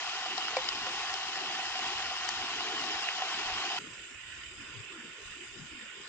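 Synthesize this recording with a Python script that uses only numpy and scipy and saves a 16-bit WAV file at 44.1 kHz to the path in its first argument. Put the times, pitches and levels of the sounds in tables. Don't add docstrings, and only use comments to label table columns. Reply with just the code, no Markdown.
import sys
import numpy as np
from scipy import signal
from scipy.fft import rfft, irfft, next_fast_len
from scipy.io import wavfile
from scipy.ndimage import uniform_filter1d, map_coordinates

SR = 44100
rng = np.random.default_rng(int(sys.argv[2]) if len(sys.argv) > 2 else 0)


def voltage_ratio(level):
    return 10 ** (np.asarray(level, float) / 20)


def dump_mix(stems):
    frames = np.atleast_2d(stems).T
    limited = np.clip(frames, -1, 1)
    pcm = np.round(limited * 32767).astype(np.int16)
    wavfile.write(sys.argv[1], SR, pcm)


N = 268216

# pitch_hz, density_db
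FULL_LEFT = [(25, -97.5), (60, -94.5), (150, -95), (300, -93.5), (600, -87.5), (1000, -81.5), (2000, -83),
             (3300, -73.5), (4000, -76.5), (6000, -85), (8000, -94.5), (9000, -102.9), (9400, -116),
             (9750, -147.6), (10500, -142.9)]
FULL_RIGHT = [(25, -102), (60, -90), (150, -94.5), (300, -98.5), (600, -90.5), (1000, -83), (2000, -82),
              (3300, -76.5), (4000, -89), (6000, -101.4), (8000, -109.0), (9000, -124.5), (9700, -138.7),
              (10500, -144.9)]
# pitch_hz, width_hz, height_db
FULL_LEFT_PEAKS = [(347, 310, 19), (760, 134, 13.5), (1120, 290, 6.5), (1470, 94, 8), (1940, 210, 9),
                   (2880, 830, 0.5), (3060, 63, 4), (3420, 190, -7), (5120, 800, 6), (6850, 2000, 7),
                   (7480, 360, 2.5)]
FULL_RIGHT_PEAKS = [(347, 260, 15), (744, 230, 15.5), (1055, 180, 6.5), (1366, 230, 6), (1830, 310, 7),
                    (2884, 1130, 8), (3130, 57, 2), (3260, 400, -2), (4980, 700, 14.5), (6500, 240, 7.5),
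                    (8200, 75, 3)]
# pitch_hz, width_hz, height_db
FULL_DIP = [(550, 120, -13)]
# pitch_hz, likeness_0_to_1
FULL_ALIKE = [(40, 0.5), (120, 0.63), (300, 0.94), (480, 0.7), (750, 0.91), (1600, 0.95), (2300, 0.6),
              (3000, 0.87), (3700, 0.58), (4000, 0.37), (5000, 0.4), (5600, 0.9), (6500, 0.4), (7600, 0.8)]
# pitch_hz, lead_radians
FULL_LEAD = [(100, 0), (700, .15), (1290, .45), (2150, 1.1), (2670, 1.6), (3360, 2.6), (3800, 2.9),
             (4700, 3.1), (5300, 4.5), (5800, 8.7), (7000, 9.3)]
# pitch_hz, depth_db
FULL_PATCHES = [(60, 3), (350, 2.5), (550, 4), (700, 1.4), (7000, 1.6), (9000, 6)], [(60, 3), (350, 2.5),
                (550, 4), (700, 1.4), (3600, 1.5), (4500, 3.5), (6500, 7)]
FULL_SPLITS = [120, 480]
# time_s, level_db
FULL_RUMBLE = [(0, -62.5), (.2, -62), (.3, -55), (.45, -57.5), (.52, -60), (.6, -51), (.95, -54),
               (1.1, -61), (1.28, -58), (1.4, -53), (1.64, -54), (1.73, -62), (1.82, -53), (2.02, -57),
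               (2.3, -61.5), (2.45, -54), (2.75, -53), (2.9, -51), (3.25, -60.5), (3.45, -55.5),
               (3.78, -53.5)]


def full_gas():
    jet = rng.standard_normal((2, N)) + voltage_ratio(-10.0) * sizzle(rate=82, spread_db=-1.0, decay_s=0.0052)
    cracks, rings = sputters()
    source = unit(jet) + cracks
    left = FULL_LEFT, FULL_LEFT_PEAKS + FULL_DIP
    right = FULL_RIGHT, FULL_RIGHT_PEAKS + FULL_DIP
    heard = patchy(ports(source, left, right, FULL_ALIKE, FULL_LEAD), FULL_PATCHES, size=(3, 6))
    rumble_db = waver(*curves(FULL_RUMBLE), depth_db=1.5)
    jet_db = waver(-38.2 + 0.3 * np.arange(N) / SR, depth_db=0.25)
    roar = set_levels(heard, [wind_db(), rumble_db, jet_db], FULL_SPLITS)
    return roar + filtered(rings, lambda hz: above(hz, 460))


# start_s, dull_crack_db, bright_crack_db, deep_ring_db, high_ring_db
SPUTTERS = [(.224, -3, -2, -56, -33.5), (.261, -0.5, -1.5, -52, -29), (.379, 7, 13.5, -60, -29),
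            (.483, 10.5, -7, -65, -34), (.568, 4, 13, -60, -60), (.688, 6, 15.5, -60, -44),
            (.867, 6.5, 7.5, -40, -33), (1.0, 3, 3, -54, -59), (1.14, 6, 14, -55, -32),
            (1.332, 3, 3, -55, -45), (1.357, 3.5, 6, -51, -44), (1.374, -2.5, 0, -64, -32),
            (1.436, -9, -7.5, -55, -48), (1.592, -1, -13, -56, -31), (1.755, 7.5, -4, -64, -30.5),
            (1.792, -1.5, 4, -62, -31), (1.841, 4.5, 3, -71, -40), (1.986, -6, -9.5, -58, -49),
            (2.003, 6, -8.5, -62, -30.5), (2.115, -13, -5.5, -48.5, -30), (2.425, 4.5, -2, -57, -55),
            (2.606, -3, -3.5, -57, -35.5), (2.695, 0, -10, -66, -38), (2.84, 1, 3, -60.5, -32.5),
            (2.957, -2, -0.5, -60, -33), (3.071, -8, 0.5, -63, -37), (3.087, 10.5, -2.5, -53, -35),
            (3.202, -3.5, -3, -55, -32), (3.2207, 7, -1, -50, -23.5), (3.445, -5, -8, -55, -38),
            (3.502, -4, -3.5, -58, -30.5), (3.762, -10, -4.5, -56, -37)]
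# pitch_hz, sharpness (no unit), decay_s
CRACKS = [(1750, 2, .0016), (5000, 1.8, .0026)]
# pitch_hz, time_to_fall_60_db_s
POT = [(519, 0.17), (755, 0.065)]


def sputters():
    cracks = np.zeros((2, N + SR))
    rings = np.zeros(N + SR)
    for start_s, dull_db, bright_db, deep_db, high_db in SPUTTERS:
        at = round(start_s * SR)
        for (hz, sharpness, decay_s), db in zip(CRACKS, (dull_db, bright_db)):
            crack = voltage_ratio(db) * burst(decay_s, hz, sharpness)
            cracks[:, at:at + crack.shape[1]] += crack
        for (hz, t60), db in zip(POT, (deep_db, high_db)):
            rings[at:at + SR // 5] += ring(hz, db, t60, attack_s=0.00046)
    return cracks[:, :N], rings[:N]


def burst(decay_s, centre_hz, sharpness):
    t = np.arange(SR // 20) / SR
    noise = rng.standard_normal((2, len(t))) * np.exp(-t / decay_s)
    noise[0, 0] = 2.5
    crack = signal.lfilter(*signal.iirpeak(centre_hz, sharpness, SR), noise)
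    return crack / np.abs(crack).max()


def sizzle(rate, spread_db, decay_s):
    strength = voltage_ratio(spread_db * np.minimum(rng.exponential(size=N), 2.5))
    starts = (rng.random(N) < rate / SR) * strength
    fade = np.exp(-2 * np.arange(SR // 20) / SR / decay_s)
    swell = signal.fftconvolve(starts ** 2, fade)[:N]
    return unit(np.sqrt(np.abs(swell)) * rng.standard_normal((2, N)))


# pitch_hz, density_db
LOW_LEFT = [(25, -100.4), (60, -88.5), (150, -99.5), (300, -100.3), (600, -100.7), (1000, -94.5),
            (2000, -92), (3300, -99.5), (4000, -97.5), (6000, -100.5), (8000, -101.7), (9000, -124.3),
            (9400, -134), (9750, -151.5), (10500, -142.8)]
LOW_RIGHT = [(25, -101), (60, -93.5), (150, -94), (300, -106.5), (600, -99.4), (1000, -96), (2000, -84),
             (3300, -88.5), (4000, -103.4), (6000, -102.5), (8000, -122.0), (9000, -116.8), (9700, -135.8),
             (10500, -143.3)]
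# pitch_hz, width_hz, height_db
LOW_LEFT_PEAKS = [(341, 240, 13), (1030, 150, 2.1), (1480, 136, 12.4), (1794, 71, 11), (2280, 87, 9.1),
                  (2650, 97, 4.2), (3030, 760, 8), (3617, 255, 14), (4000, 130, 8), (4830, 300, 7.3),
                  (5040, 98, 12.5), (5130, 85, -2), (5530, 160, 5.9), (6310, 170, 9), (7310, 930, 14),
                  (7600, 260, 2.5), (7950, 200, -4.5), (8640, 630, 17)]
LOW_RIGHT_PEAKS = [(340, 166, 11), (1063, 56, 7.8), (1414, 165, 10), (1850, 390, 5.9), (2550, 360, 7.1),
                   (2960, 480, 10.8), (3544, 43, 15), (4680, 240, 7), (5340, 150, 5.7), (5300, 170, 2.0),
                   (7415, 750, 5.2), (7800, 90, 13)]
# pitch_hz, width_hz, height_db
LOW_DIP = [(700, 400, -3)]
# pitch_hz, likeness_0_to_1
LOW_ALIKE = [(40, 0.35), (280, 0.91), (1300, 0.7), (2300, 0.22), (3300, 0.26), (4200, 0.027)]
# pitch_hz, lead_radians
LOW_LEAD = [(100, 0), (1200, -.1), (2100, .4), (2700, .9), (3800, 2.1)]
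# pitch_hz, depth_db
LOW_PATCHES = [(100, 3), (400, 3), (700, .6), (1100, 2.5), (2000, 3), (4300, 2.8), (5000, 2), (6000, 3.4),
               (7500, 1.5), (9000, 5)], [(100, 3), (400, 2.5), (700, .6), (1100, 3), (1500, 2), (3000, 2),
               (5200, 2.4), (6500, 2), (8000, 6)]
LOW_SPLITS = [120, 560, 960, 1250, 3850, 6800]
# time_s, level_db
LOW_RUMBLE = [(3.8, -56), (4.04, -61.5), (4.2, -69.5), (4.6, -61), (5.0, -62.5), (5.3, -62.5),
              (6.08, -62.5)]
# time_s, murmur_db, treble_db
LOW_DRIFT = [(3.8, -65, -57), (3.95, -67, -59.5), (4.12, -71, -61.5), (4.2, -70, -65), (4.35, -65, -60),
             (4.5, -68, -64.5), (4.62, -64, -60.5), (4.76, -62, -60.5), (4.85, -74, -62),
             (4.95, -58, -62.5), (5.13, -70, -60.5), (5.35, -63, -60.5), (5.55, -68.5, -59.5),
             (5.68, -68, -60.5), (5.76, -67, -62.5), (5.92, -63, -62), (6.08, -63, -61.5)]


def low_gas():
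    jet = rng.standard_normal((2, N)) + voltage_ratio(-9.5) * sizzle(rate=71, spread_db=-6.5, decay_s=0.0098)
    left = LOW_LEFT, LOW_LEFT_PEAKS + LOW_DIP
    right = LOW_RIGHT, LOW_RIGHT_PEAKS + LOW_DIP
    heard = patchy(ports(jet, left, right, LOW_ALIKE, LOW_LEAD), LOW_PATCHES, size=(3, 14))
    calmer_wind_db = wind_db() - 1
    rumble_db = waver(*curves(LOW_RUMBLE), depth_db=1)
    murmur_db, treble_db = curves(LOW_DRIFT)
    murmur_db = waver(murmur_db, depth_db=1)
    jet_db = waver(-50, depth_db=0.37)
    treble_db = waver(treble_db, depth_db=1)
    floor_db, top_db = -72, -62
    levels_db = [calmer_wind_db, rumble_db, floor_db, murmur_db, jet_db, treble_db, top_db]
    return set_levels(heard, levels_db, LOW_SPLITS) + puffs()


# start_s, peak_db, first_pitch_hz, last_pitch_hz, left_over_right_db, length_s
PUFFS = [(4.091, -56, 253, 250, 5, 0.036), (4.511, -55, 347, 372, 2, 0.044),
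         (4.592, -50.5, 300, 257, 9, 0.045), (4.755, -46, 140, 115, 11, .06), (4.73, -54, 360, 440, 5, .09),
         (4.91, -46, 380, 300, 3.5, 0.08), (5.035, -54, 220.5, 178, 5, 0.072),
         (5.02, -57, 503, 440, 11, 0.057), (5.165, -52.5, 476, 369, -7, 0.086),
         (5.35, -49, 280, 390, 6.5, 0.11), (4.973, -50.5, 250, 220, 6, 0.04),
         (5.539, -52, 398, 363, 7, 0.069), (5.57, -46, 130, 150, 7, .08), (5.57, -47, 260, 220, 7, .08),
         (5.575, -48, 200, 180, 7, .07), (5.702, -50, 330, 234, 8, 0.088),
         (5.789, -55, 310, 209, 12, 0.073), (5.8, -59, 437, 587, 13, 0.075),
         (5.939, -52.5, 398, 390, 9, 0.11)]


def puffs():
    out = np.zeros((2, N))
    t = np.arange(-SR // 4, SR // 4) / SR
    for start_s, db, first_hz, last_hz, pan_db, length in PUFFS:
        band_hz = 0.35 * (first_hz + last_hz) / 2
        span = int(SR / band_hz)
        slow = uniform_filter1d(rng.standard_normal((2, len(t))), span)
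        a, b = unit(uniform_filter1d(slow, span // 2))
        hz = np.interp(t, [-length / 2, length / 2], [first_hz, last_hz])
        turn = 2 * np.pi * np.cumsum(hz) / SR
        hum = 1.1
        puff = (a + hum) * np.cos(turn) + b * np.sin(turn)
        puff = puff * np.exp(-(2 * t / length) ** 2)
        puff = puff / np.abs(puff).max()
        gains = voltage_ratio(db + pan_db * np.array([[.5], [-.5]]))
        at = round((start_s + length / 2) * SR) - SR // 4
        out[:, at:at + len(t)] += (gains * puff)[:, :N - at]
    return out


# pitch_hz, level_db, time_to_fall_60_db_s
SNAP_TICK = [(1150, 6, .01), (1900, 9, .008), (4600, 5, .009)]


def snap():
    peak_s, snap_db = 2.2905, -27
    pitch_hz, width_hz, rise_s, fall_s = 5500, 3800, .0016, .0028
    t = np.arange(N) / SR - peak_s
    band = lambda hz: np.exp(-(2 * (hz - pitch_hz) / width_hz) ** 2)
    fizz = voltage_ratio(snap_db) * unit(filtered(rng.standard_normal(N), band))
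    fizz = fizz * np.exp(-np.abs(t) / np.where(t < 0, rise_s, fall_s))
    tick = np.zeros(N)
    at = round((peak_s - rise_s / 2) * SR)
    tick[at:at + SR // 5] = sum(ring(hz, snap_db + db, t60, attack_s=.0006) for hz, db, t60 in SNAP_TICK)
    return fizz * voltage_ratio(np.array([[4], [-8]])) + tick


# pitch_hz, level_db, time_to_fall_60_db_s
CAN = [(517, 0, 0.095), (740, 4.5, 0.022), (1040, -1, 0.022), (1276, -8, 0.035), (1900, -5, .025),
       (2300, -1, 0.03), (2650, -8, .025), (4764, -12, 0.045), (5400, -2, .018), (6250, -11, .014)]


def can():
    start_s, knock_db = .568, -22.5
    out = np.zeros(N)
    at = round(start_s * SR)
    for k, (hz, db, t60) in enumerate(CAN):
        direction = (-1) ** k
        out[at:at + SR // 5] += direction * ring(hz, knock_db + db, t60, attack_s=.0008)
    return filtered(out, lambda hz: above(hz, 420) * (1 - above(hz, 7500)))


def ring(hz, db, t60, attack_s):
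    t = np.arange(SR // 5) / SR
    return voltage_ratio(db - 60 * t / t60) * (1 - np.exp(-t / attack_s)) * np.sin(2 * np.pi * hz * t)


# peak_s, rise_db, length_s
GUSTS = [(1.72, 8, 0.07), (2.05, 11, 0.2), (2.294, 7, 0.14), (2.61, 9.5, 0.072), (2.94, 12, 0.1),
         (3.505, 11, 0.21), (4.787, 9, 0.071), (5.24, 7, 0.081), (5.622, 8, 0.19)]


def wind_db():
    t = np.arange(N) / SR
    breeze_db = waver(-70, depth_db=3.5)
    return breeze_db + sum(db * np.exp(-(2 * (t - s) / length) ** 2) for s, db, length in GUSTS)


def waver(level_db, depth_db):
    per_s = 7
    knots = rng.standard_normal(int(N * per_s / SR) + 4)
    return level_db + depth_db * map_coordinates(knots, [np.arange(N) * per_s / SR])


def ports(pair, left, right, alike, lead):
    def response(hz):
        left_db, right_db = colour_db(*left, hz), colour_db(*right, hz)
        share = np.clip(along(alike, hz), 0, 1)
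        to_left = causal(left_db)
        to_right = to_left * voltage_ratio(right_db - left_db) * np.exp(-1j * along(lead, hz))
        own = np.sqrt(1 - share ** 2)
        return np.array([[to_left, 0 * hz], [to_right * share, to_right * own]])
    return filtered(pair, response).sum(axis=1)


def colour_db(slope, peaks, hz):
    return along(slope, hz) + sum(db / (1 + (2 * (hz - c) / w) ** 2) for c, w, db in peaks)


def causal(db):
    c = irfft(db * np.log(10) / 20)
    c[1:len(c) // 2] *= 2
    c[len(c) // 2 + 1:] = 0
    return np.exp(rfft(c))


def patchy(pair, depths, size):
    hz, _, z = signal.stft(pair, SR, nperseg=512)
    field = rng.standard_normal(z.shape[1:])
    field = uniform_filter1d(field, size[0], axis=0)
    field = unit(uniform_filter1d(field, size[1], axis=1))
    depth_db = np.array([along(d, hz) for d in depths])[..., None]
    even = np.exp(-(depth_db * np.log(10) / 20) ** 2)
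    return signal.istft(z * voltage_ratio(depth_db * field) * even, nperseg=512)[1][:, :N]


def set_levels(heard, levels_db, splits):
    def shares(hz):
        borders = [1 + 0 * hz, *(above(hz, s) for s in splits), 0 * hz]
        return -np.diff(borders, axis=0)[:, None]
    layers = filtered(heard, shares)
    return sum(voltage_ratio(db) * x / np.std(x.mean(axis=0)) for db, x in zip(levels_db, layers))


def above(hz, split_hz):
    return 1 / (1 + (split_hz / (hz + 1)) ** 10)


def filtered(x, response):
    m = 2 * next_fast_len(N // 2 + 4096)
    return irfft(rfft(x, m) * response(np.fft.rfftfreq(m, 1 / SR)), m)[..., :N]


def along(points, hz):
    f, v = np.transpose(points)
    return np.interp(np.log(hz + 1), np.log(f + 1), v)


def curves(rows):
    s, *cols = np.transpose(rows)
    return [np.interp(np.arange(N) / SR, s, c) for c in cols]


def unit(x):
    return x / np.sqrt(np.mean(x ** 2) + 1e-30)


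def scene():
    cut_s = 3.7893
    before = full_gas() + can() + snap()
    out = np.where(np.arange(N) < cut_s * SR, before, low_gas())
    out[:, round(cut_s * SR)] -= voltage_ratio(np.array([-33.5, -35.5]))
    return out


def low_pass(x):
    return signal.sosfilt(signal.butter(12, 15720, fs=SR, output="sos"), x)


def record(dry):
    hiss = rng.standard_normal((2, N))
    floor = voltage_ratio(-92) * filtered(hiss, lambda hz: above(hz, 9300))
    return low_pass(dry + floor)


dry = scene()
out = record(dry)
dump_mix(out)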